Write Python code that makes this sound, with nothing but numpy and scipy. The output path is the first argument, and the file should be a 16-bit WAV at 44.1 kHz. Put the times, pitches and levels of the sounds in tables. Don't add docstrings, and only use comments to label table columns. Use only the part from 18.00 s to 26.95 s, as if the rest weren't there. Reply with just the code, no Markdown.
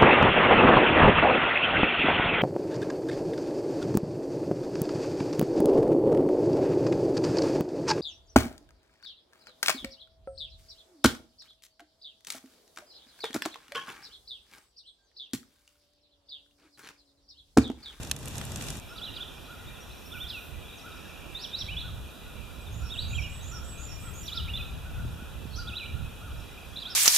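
import sys
import numpy as np
from scipy import signal
from scipy.fft import rfft, irfft, next_fast_len
from scipy.io import wavfile
from scipy.ndimage import uniform_filter1d

SR = 44100
rng = np.random.default_rng(int(sys.argv[2]) if len(sys.argv) > 2 else 0)


def dump(signal):
    limited = np.clip(np.atleast_2d(signal).T, -1, 1)
    pcm = np.round(limited * 32767).astype(np.int16)
    wavfile.write(sys.argv[1], SR, pcm)


def nominal_scale(level):
    x = np.asarray(level, float) / 20
    return 10 ** x


N = 394694
T = np.arange(N) / SR


def level(x, db):
    return x * nominal_scale(db) / np.sqrt(np.mean(x ** 2))


def colour(x, spectrum):
    hz, db = np.transpose(spectrum)
    size = next_fast_len(N)
    log_hz = np.log(np.fft.rfftfreq(size, 1 / SR) + 1)
    gain = nominal_scale(np.interp(log_hz, np.log(hz), db, -90, -90))
    return irfft(rfft(x, size) * gain, size)[..., :N]


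# (frequency [Hz], gain [dB])
STEADY_RANGE = [(10, 0), (14470, 0)]


def steady_range(x):
    return colour(x, STEADY_RANGE)


def walk(rate, channels=1):
    k = int(SR / rate)
    held = np.repeat(rng.standard_normal((channels, N // k + 1)), k, axis=1)
    return 1.3 * uniform_filter1d(uniform_filter1d(held, k), k)[:, :N]


def noise(likeness):
    mid, side = rng.standard_normal((2, N))
    share = np.clip(likeness, 0, 1)
    return np.sqrt(1 + share) * mid + np.sqrt(1 - share) * side * np.array([[1], [-1]])


def pan(x, db):
    return x * nominal_scale(np.array([db, -db]).reshape(2, -1) / 2)


def woods(x, t60_s, likeness, onset_s=0.007):
    t = T[:SR]
    clumps = nominal_scale(3.5 * walk(60)[:, :SR])
    decay = np.exp(-np.log(1000) * t / t60_s)
    onset = 1 - np.exp(-(t / onset_s) ** 2)
    tail = noise(likeness)[:, :SR] * clumps * decay * onset
    return signal.fftconvolve(x[None], tail / np.sqrt(np.sum(tail ** 2) / 2))[:, :N]


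def whistle(syllables, edge_s=0.004, smooth_s=0.0033, hoarse=0.0):
    out = np.zeros(N)
    wobble = 1 + hoarse * walk(120)[0]
    for rows in syllables:
        s, hz, db = np.transpose(rows)
        on = slice(int((s[0] - edge_s) * SR), int((s[-1] + edge_s) * SR))
        t = T[on]
        glide = np.interp(t, s, hz)
        pitch = uniform_filter1d(glide, int(smooth_s * SR), mode="nearest") * wobble[on]
        edge = np.clip(np.minimum(t - t[0], t[-1] - t) / (2 * edge_s), 0, 1)
        tone = np.sin(2 * np.pi * np.cumsum(pitch) / SR)
        out[on] += np.sqrt(2) * nominal_scale(np.interp(t, s, db)) * edge * tone
    return out


def singers(centre_hz, octaves, count, swing_db=5):
    pitch = centre_hz * 2 ** (octaves * walk(22, channels=count))
    loudness = nominal_scale(swing_db * np.minimum(walk(9, channels=count), 1.1))
    tones = np.sin(2 * np.pi * np.cumsum(pitch, axis=1) / SR)
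    voices = np.sum(loudness * tones, axis=0)
    return level(voices + nominal_scale(7.5) * woods(voices, 1.0, 0.94), 0)


# (frequency [Hz], level per Hz [dB])
AIR_SPECTRUM = [(24, -31), (40, 0), (74, -12), (196, -15.5), (233, -17), (443, -16.5), (1420, -26.5),
                (2170, -36.5), (2390, -29.5), (3140, -18.5), (4560, -35), (13200, -31), (15000, -32.5)]


def air():
    return level(colour(noise(0.21), AIR_SPECTRUM), -49)


# (frequency [Hz], gain [dB])
VALLEY_SPECTRUM = [(300, -8), (700, 3), (1200, 1), (1450, 2.5), (1650, -0.5), (2150, -9.5), (2400, 0),
                   (2900, -9), (3700, -7.5), (4000, -5), (4300, -16), (5000, -11), (5600, -9.5),
                   (7000, -11)]
# (time [s], level [dB])
TWITTER_LEVEL = [
    (.8, -67),
    (2.4, -67),
    (2.7, -91),
    (4.4, -85),
    (4.6, -70),
    (5.0, -84),
]


def chorus():
    hush = level(noise(0.75) * nominal_scale(0.8 * walk(3)), 3)
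    blur = level(colour(singers(3200, 0.35, count=9) + hush, VALLEY_SPECTRUM), -51.5)
    twitter_gain = nominal_scale(np.interp(T, *np.transpose(TWITTER_LEVEL)))
    twitter = singers(5600, 0.067, count=4, swing_db=10.0) * twitter_gain
    return pan(blur + twitter, -1.7)


# (time [s], peak level [dB], left minus right [dB])
PORT_SLAPS = [
    (4.582, -44, -19),
    (7.05, -30, -6),
    (7.142, -41, -6),
    (7.154, -40, -6),
    (7.189, -39, -6),
    (7.223, -36, -9),
    (7.453, -33, -12),
    (7.695, -34, 0.0),
    (8.01, -40, -10),
]


def slaps():
    out, t = np.zeros((2, N)), T[:1024]
    pitch = 95 + 230 * np.exp(-t / 0.005)
    thump = -np.sin(2 * np.pi * np.cumsum(pitch) / SR)
    push = thump * np.exp(-t / 0.007) * (1 - np.exp(-t / 0.0012))
    for when, db, side_db in PORT_SLAPS:
        start = int(when * SR)
        out[:, start:start + len(t)] += pan(push, side_db) * nominal_scale(db + 1.5)
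    return out


# (frequency [Hz], level per Hz [dB])
RUMBLE_SPECTRUM = [(15, -6), (35, -9.5), (65, 1), (110, -6), (170, -14), (300, -32)]
# (frequency [Hz], level per Hz [dB])
FLUTTER_SPECTRUM = [(80, -54), (150, -3), (250, -4.5), (400, -11), (700, -17.5)]
# (peak time [s], rumble level [dB], half length [s], left minus right [dB])
PORT_GUSTS = [(1.09, -45.5, 0.02, -9), (1.615, -51, 0.13, -6), (2.257, -43, 0.098, -5.5),
              (2.547, -42.5, 0.04, -11), (3.295, -55.5, 0.075, -45), (3.716, -38.5, 0.082, -6),
              (3.916, -39.5, 0.11, -3), (4.46, -42.5, 0.12, -7), (4.787, -36.5, 0.11, -6.5),
              (5.12, -35.5, 0.11, -3.5), (5.495, -41.5, 0.18, -1.5), (5.9, -43.5, 0.46, 7.5),
              (6.486, -34, 0.12, -3.5), (6.81, -36.5, 0.13, -0.5), (7.038, -30, 0.08, 0),
              (7.408, -44, 0.29, -8), (7.7, -45.5, 0.079, 11), (7.988, -32.5, 0.073, -6.5),
              (8.314, -41.5, 0.15, -2.5)]


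def wind():
    breeze, breeze_pan_db = nominal_scale(-53), -3.5
    power, lean = breeze ** 2, 0
    for peak_s, db, half_s, pan_db in PORT_GUSTS:
        swell = nominal_scale(db) * np.exp(-((T - peak_s) / half_s) ** 2 / 2)
        power = power + swell ** 2
        lean = lean + swell ** 2 * (pan_db - breeze_pan_db)
    force = np.sqrt(power)
    rumble = level(colour(noise(0.45), RUMBLE_SPECTRUM), 0)
    rumble = rumble * nominal_scale(2 * walk(11, channels=2) + 1.5 * walk(14))
    flutter_gain = nominal_scale(-56) / force * (force / breeze) ** 0.055
    flutter = level(colour(noise(0.19), FLUTTER_SPECTRUM), 0) * flutter_gain
    flutter = flutter * nominal_scale(2.83 * walk(25, channels=2))
    return pan(rumble + flutter, breeze_pan_db + lean / power) * force + slaps()


# (frequency [Hz], level per Hz [dB])
BUZZ_SPECTRUM = [(9300, -27), (9550, 0), (9800, -22), (12300, -10), (13000, -6), (13150, -10), (13650, -8),
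                 (13800, 1.5), (13950, -12), (14400, -18)]
# (start time [s], end time [s], level [dB])
BUZZ_BOUTS = [
    (1.95, 2.6, -61),
    (5.896, 6.72, -59.5),
]


def insect(edge_s=0.12):
    bouts = np.zeros(N)
    for start, end, db in BUZZ_BOUTS:
        bouts += nominal_scale(db) * np.clip(np.minimum(T - start, end - T) / edge_s, 0, 1)
    return level(colour(noise(0.3), BUZZ_SPECTRUM), 0) * bouts * nominal_scale(3.0 * walk(12))


# (time [s], peak level [dB], top pitch [Hz])
FAR_CAWS = [(0.9, -42, 1468), (1.169, -50.5, 1462), (1.488, -42, 1469), (1.755, -51.5, 1460),
            (2.12, -42.5, 1480), (2.345, -50, 1457), (2.835, -40.5, 1453), (3.821, -43.5, 1478),
            (4.115, -53, 1477), (4.242, -45.5, 1465), (4.4756, -49.5, 1450), (4.802, -43.5, 1463),
            (5.0848, -52, 1457), (5.5158, -43, 1450), (5.775, -56, 1444), (6.027, -43.5, 1428),
            (6.327, -42.5, 1432), (6.575, -48, 1440), (6.845, -41.5, 1520), (6.9692, -44, 1487),
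            (7.1823, -43.5, 1515), (7.574, -39.5, 1490), (7.6594, -48, 1454), (7.9573, -47, 1470),
            (8.0194, -55, 1450), (8.217, -43, 1467), (8.866, -43.5, 1503)]


def caws(length_s=0.0793):
    # (share of length, share of pitch, level [dB])
    shape = [(-.1, .82, -16), (.15, .94, -6), (.42, 1, -3), (.7, .94, -5), (1.0, .84, -11)]
    arches = [[(s + at * length_s, share * top_hz, db + step_db) for at, share, step_db in shape]
              for s, db, top_hz in FAR_CAWS]
    voice = whistle(arches, 0.008, 0.012, hoarse=0.017) * nominal_scale(2.5 * walk(70)[0])
    voice = voice + nominal_scale(-11.0) * np.roll(voice, int(0.1 * SR)) \
        + nominal_scale(-11.5) * np.roll(voice, int(0.27 * SR))
    echoes = nominal_scale(-2.5) * woods(voice, 0.8, 0.95)
    return pan(voice + echoes, -0.64) * nominal_scale(-4.5)


# (time [s], length [s], start pitch [Hz], end pitch [Hz], level [dB])
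FAINT_CHIPS = [(.89, 0.027, 5130, 5460, -56), (1.672, 0.024, 3490, 3900, -50),
               (1.805, 0.03, 5600, 5800, -56), (2.055, .025, 5270, 5800, -55),
               (2.639, 0.053, 3350, 3400, -57), (2.688, 0.025, 3950, 3500, -51),
               (2.727, 0.02, 3950, 3700, -51), (2.915, 0.02, 3950, 3700, -51), (2.77, .03, 6700, 4530, -55),
               (2.809, 0.018, 5200, 6050, -56), (2.96, 0.022, 6040, 4430, -59),
               (3.003, .014, 5300, 5800, -60), (5.392, 0.032, 3400, 3980, -54),
               (6.527, .014, 2830, 2830, -46), (7.593, 0.019, 4150, 4000, -45),
               (4.665, 0.02, 3900, 3450, -50), (1.3, .03, 3000, 3400, -54), (1.5, .03, 3100, 3800, -55),
               (1.9, .025, 3300, 4300, -55), (1.74, .04, 3700, 3200, -56), (8.3, .025, 2900, 3350, -54),
               (6.067, 0.024, 3160, 3320, -52), (8.634, 0.011, 2290, 2700, -51),
               (8.646, 0.01, 2650, 2380, -52), (8.574, .018, 2400, 2650, -53), (8.73, .02, 3300, 3500, -54),
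               (7.553, .018, 3150, 3350, -53), (5.445, .02, 3300, 3500, -54), (5.352, .012, 3900, 3400, -54),
               (4.61, .02, 7800, 8100, -64), (1.455, .015, 3900, 4050, -53), (3.05, .015, 3400, 3900, -55)]


def chips():
    slurs = [[(s, hz, db), (s + length_s, to_hz, db)] for s, length_s, hz, to_hz, db in FAINT_CHIPS]
    voice = whistle(slurs, hoarse=0.0078)
    return voice + nominal_scale(-2.5) * woods(voice, 1.0, 0.5)


# (time after its start [s], pitch [Hz], level [dB])
MOTIF = [
    [(0, 6340, -49), (.018, 6745, -51.5), (.04, 6820, -48.5), (.056, 7240, -50), (.08, 7010, -51.5)],
    [(.09, 6040, -51), (.113, 5490, -51), (.165, 5540, -54)],
    [(.216, 6910, -50), (.232, 8000, -51), (.245, 8800, -60)],
    [(.255, 8700, -60), (.268, 8000, -48.5), (.285, 7700, -52), (.305, 7670, -63)],
]
# (time [s], effort [dB])
MOTIF_ROUNDS = [
    (4.717, -7),
    (5.077, -1.3),
    (5.42, -0.5),
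    (5.775, 0),
    (6.135, 0),
]


def warbler():
    motif = [[(start + s, hz, db + effort_db) for s, hz, db in rows]
             for start, effort_db in MOTIF_ROUNDS for rows in MOTIF]
    motif = motif[:-3] + [motif[-3][:2]]
    voice = whistle(motif, hoarse=0.007) * nominal_scale(3 * walk(200)[0])
    return pan(nominal_scale(-5.5) * voice + woods(voice, 0.8, 0.23), -7.0)


def pops(rows, crack_db, burst_s=0.0027):
    out, t = np.zeros((2, N)), T[:1024]
    burst = 1 / (1 + (t / burst_s) ** 4) + 0.29 * np.exp(-t / 0.0045)
    for at, db, hz, pan_db in rows:
        start = int((at + 0.0013) * SR)
        crack = -nominal_scale(crack_db) * np.exp(-t / 0.0001) * np.cos(2 * np.pi * hz * t)
        resonance = [1, -2 * 0.68 * np.cos(2 * np.pi * hz / SR), 0.45]
        grains = signal.lfilter([1], resonance, rng.standard_normal((3, len(t))), axis=1)
        splinters = 0.11 * (0.4 * grains[0] + 1.3 * grains[1:]) * burst
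        out[:, start:start + len(t)] += pan(crack + splinters, pan_db) * nominal_scale(db - 1.2)
    shaded = signal.lfilter(*signal.iirnotch(4530, 4530 / 470, SR), out)
    band = signal.butter(2, [1200, 14000], "bandpass", fs=SR, output="sos")
    return signal.sosfilt(band, 0.7 * shaded + 0.3 * out)


# (time [s], peak level [dB], brightest pitch [Hz], left minus right
# [dB])
BANK_TICKS = [
    (0.7973, -26, 8000, -3),
    (5.442, -38, 7000, 0),
    (7.839, -44, 5500, 0),
    (7.972, -43, 6200, 0),
    (8.406, -43, 6000, 0),
    (8.511, -41, 5900, 0),
]


def bank_ticks():
    return pops(BANK_TICKS, -5, burst_s=0.0015)


# (time [s], roar level [dB])
FIRE_LEVEL = [
    (0, -41.5),
    (.09, -42),
    (.16, -44.5),
    (.26, -42),
    (.4, -40.5),
    (.5, -41.5),
    (.64, -39),
    (.8, -41.5),
]
# (frequency [Hz], level per Hz [dB])
ROAR_SPECTRUM = [(12, -43), (20, -16), (60, -0.5), (135, -2.5), (277, -12), (330, -15.5), (666, -19),
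                 (2100, -29), (2730, -42), (4620, -120)]
# (frequency [Hz], level per Hz [dB])
HISS_SPECTRUM = [(880, -25), (1500, -10), (1770, -15), (2160, -18), (2340, -2), (2500, -4), (3120, -4.5),
                 (3890, -5), (4540, -12), (5660, -7), (6180, -8), (6610, -7.5), (10300, -14.5),
                 (13900, -16), (15000, -37)]
# (time [s], peak level [dB], brightest pitch [Hz], left minus right [dB])
CRACKS = [(0.0475, -27, 5500, 0), (0.0713, -28, 5000, 0.0), (0.096, -29, 6000, 0), (0.1122, -6.5, 5730, -2),
          (0.163, -23.5, 6500, -5), (0.1875, -33, 8500, -0.5), (0.2285, -30, 5000, -0.5),
          (0.256, -25, 8900, -3), (0.2745, -26.5, 2400, -1), (0.281, -21, 9514, 0), (0.3072, -34, 3810, 2),
          (0.3366, -38, 8000, -2), (0.3678, -30, 8484, -1), (0.3805, -19, 6450, -5), (0.451, -25, 9509, -3),
          (0.4755, -37, 7000, 0), (0.5584, -18.5, 7000, -2), (0.5712, -27, 8000, 0),
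          (0.6222, -22, 8000, -3), (0.702, -18.5, 6500, 0), (0.7685, -30, 9000, 0)]
# (time [s], peak level [dB], brightest pitch [Hz], left minus right [dB])
TEARS = [(0.03, -21, 5500, -1.5), (0.3535, -24, 5500, -2.5), (0.4118, -22, 3000, -1.5),
         (0.437, -29, 2600, 0), (0.5177, -22.5, 6500, 3), (0.6088, -23.5, 3500, -1.5),
         (0.665, -26, 7000, -0.6), (0.6832, -18, 5710, -2), (0.7515, -28, 6000, 0), (.637, -27, 6000, 0),
         (.195, -35, 8500, 0)]


def fire(count=260):
    roar_db = np.interp(T, *np.transpose(FIRE_LEVEL))
    roar = level(colour(noise(0.8), ROAR_SPECTRUM), 2.5) * nominal_scale(roar_db + 0.5 * walk(26.5))
    when, size, side = rng.random((count, 3)).T
    ticks = np.zeros((2, N))
    ticks[:, (when * SR).astype(int)] = pan(nominal_scale(-5.2 * np.log(size + 0.095) + 5.0), 14 * (side - 0.5))
    steam = level(noise(0.15), 0) * nominal_scale(0.6 * walk(40))
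    hiss = (steam + nominal_scale(2) * ticks) * nominal_scale(-32 + 1.8 * (roar_db + 39.5))
    hiss = steady_range(colour(hiss, HISS_SPECTRUM))
    return roar + hiss + pops(CRACKS, 3.5) + pops(TEARS, -5, burst_s=0.0035)


# (pitch [Hz], level [dB])
THROAT_RESONANCE = [(2250, -36), (2450, -36.5), (2800, -41.5), (3250, -34), (3700, -32), (4300, -25),
                    (4800, -29), (5600, -31), (6500, -37.5)]
# (time [s], effort [dB])
SONG_EFFORT = [(.98, -5.5), (1.05, -1.5), (1.16, -1), (1.22, -3.5), (2.13, -6.5), (2.23, -2.5), (2.3, -3),
               (3.4, -3), (3.6, 0.6), (3.73, 1), (3.8, 0.5), (4.895, -10), (4.92, -0.5), (5.03, -0.5),
               (5.12, -5.5), (5.15, -1), (5.25, -0.5), (6.27, -1.5), (6.36, 0.9), (6.5, 0), (6.54, 2.5),
               (6.57, -3.5), (6.61, 1), (7.52, -14), (7.567, -1), (7.594, 2), (7.686, -4), (7.778, -0.3),
               (7.863, -1), (8.77, -1.5), (8.81, -4), (8.91, -2)]


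def arch(top_s, rise_s, fall_s, top_hz, end_hz, start_hz, bend, onset_db):
    share = np.linspace(0, 1, 11)
    later = share[1:]
    if bend == "eased":
        up = 1 - (1 - share) ** 1.6
        down = np.cos(np.pi / 2 * later) ** 2
    else:
        up = np.sin(np.pi / 2 * share ** 1.3) ** 2 if bend == "round" else share ** bend
        sag = 1 / (1 + np.maximum(later * fall_s - 0.0024, 0) / 0.015)
        down = (sag - sag[-1]) / (1 - sag[-1])
    s = np.r_[top_s - rise_s * (1 - share), top_s + fall_s * later]
    hz = np.r_[start_hz + (top_hz - start_hz) * up, end_hz + (top_hz - end_hz) * down]
    throat_db = np.interp(hz, *np.transpose(THROAT_RESONANCE))
    effort_db = np.interp(top_s, *np.transpose(SONG_EFFORT))
    onset = np.r_[onset_db * np.minimum(3 * (1 - share), 1), np.zeros(len(later))]
    return np.c_[s, hz, throat_db + effort_db + onset]


# (top time [s], rise [s], fall [s], top pitch [Hz], end pitch [Hz])
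SNAP_NOTES = [
    (.971, .013, 0.032, 4930, 2800),
    (1.155, 0.02, 0.041, 4950, 2700),
    (6.269, 0.011, 0.038, 5140, 2810),
    (8.768, 0.012, 0.0075, 4150, 3400),
]
FLICK_NOTES = [
    (1.049, 0.032, 0.047, 4150, 2760),
    (3.808, 0.041, 0.0136, 4240, 3240),
    (2.127, .012, 0.047, 3680, 2300),
    (2.287, 0.019, 0.11, 5350, 2442),
    (6.359, 0.041, 0.053, 5424, 2820),
    (4.894, 0.0027, .008, 4800, 3370),
    (7.686, 0.014, 0.032, 3870, 2475),
]
TIED_FLICK_NOTES = [
    (6.57, 0.0076, 0.025, 4150, 2466),
    (7.566, 0.022, .012, 6390, 4880),
    (7.863, 0.0236, .003, 2950, 2880),
    (8.81, 0.034, 0.03, 5000, 3070),
    (8.905, 0.058, 0.014, 5500, 4670),
]
HOOK_NOTES = [
    (3.425, .076, 0.038, 5740, 2954),
    (3.594, .067, .034, 5740, 3150),
]
WAVE_NOTES = [
    (7.778, 0.057, 0.062, 4026, 2343),
]
DOME_NOTES = [
    (4.924, 0.023, 0.041, 3770, 2660),
    (6.542, .007, 0.017, 3532, 3560),
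]
LOW_DOME_NOTES = [
    (3.733, .053, 0.018, 3015, 2330),
    (5.119, .016, 0.02, 2830, 2406),
    (6.505, 0.026, 0.016, 2880, 2780),
]
HIGH_DOME_NOTES = [
    (7.52, 0.018, 0.0233, 4440, 3960),
]
TIED_DOME_NOTES = [
    (2.228, 0.054, 0.028, 3670, 3200),
    (1.222, 0.03, 0.0177, 3674, 2970),
    (6.606, 0.012, 0.01, 2543, 2510),
    (5.026, 0.061, 0.0073, 4670, 4500),
    (5.149, 0.009, 0.056, 3293, 2247),
    (5.245, 0.032, 0.022, 2930, 2830),
    (7.586, 0.006, 0.021, 4860, 4520),
]


def song():
    middle_hz, tied = 3295, None
    # (notes, start pitch [Hz], bend of the rise, onset [dB])
    kinds = [(SNAP_NOTES, middle_hz, 1.3, -7), (FLICK_NOTES, middle_hz, 1.3, -1.4),
             (TIED_FLICK_NOTES, tied, 1.3, -1.4), (HOOK_NOTES, 3560, 1.8, -1.4),
             (WAVE_NOTES, tied, "round", -1.4), (DOME_NOTES, middle_hz, "eased", -1.4),
             (LOW_DOME_NOTES, 2168, "eased", -1.4), (HIGH_DOME_NOTES, 4300, "eased", -1.4),
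             (TIED_DOME_NOTES, tied, "eased", -1.4)]
    notes = [(note, start_hz, bend, onset_db) for rows, start_hz, bend, onset_db in kinds for note in rows]
    notes.sort(key=lambda item: item[0][0])
    arches, last_hz = [], middle_hz
    for note, start_hz, bend, onset_db in notes:
        arches.append(arch(*note, start_hz or last_hz, bend, onset_db))
        last_hz = note[-1]
    return arches


# (frequency [Hz], gain [dB])
SIDE_SHADING = [(1500, 0), (3950, 0), (4250, -13), (4700, -11), (5200, -3.5), (9000, 0)]


def songbird():
    voice = colour(whistle(song(), hoarse=0.004) * nominal_scale(2.6 * walk(150)[0]), SIDE_SHADING)
    direct = signal.sosfilt(signal.butter(9, 4120, fs=SR, output="sos"), voice)
    high = signal.sosfilt(signal.butter(9, 4120, "highpass", fs=SR, output="sos"), voice)
    echoes = nominal_scale(-5.5) * woods(direct, 1.0, 0.9)
    scatter = nominal_scale(-12) * high + nominal_scale(-4.5) * woods(high, 0.5, 0.55, onset_s=0.002)
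    return pan(direct + echoes + scatter, -3.5) * nominal_scale(-2.0)


# (start time [s], end time [s])
DAWN_FADE = (0.7897, 0.796)


def scene():
    start_s, end_s = DAWN_FADE
    dawn = np.clip((T - start_s) / (end_s - start_s), 0, 1)
    river = air() + wind() + chorus() + insect() + caws() + chips() + warbler() + songbird()
    return (1 - dawn) * fire() + dawn * steady_range(river) + bank_ticks()


# (frequency [Hz], width [Hz])
NARROW_NOTCHES = [(2198, 200), (3103, 150), (4098, 150), (5100, 150), (6103, 200)]


def notch_bands(x):
    for hz, width_hz in NARROW_NOTCHES:
        x = signal.lfilter(*signal.iirnotch(hz, hz / width_hz, SR), x)
    return x


def low_pass(x):
    return signal.sosfilt(signal.butter(12, 15130, fs=SR, output="sos"), x)


def record(dry):
    top_cut = signal.cheby2(10, 45, 15500, fs=SR, output="sos")
    mix = signal.sosfilt(top_cut, notch_bands(dry))
    return low_pass(mix)


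dry = scene()
out = record(dry)
dump(out)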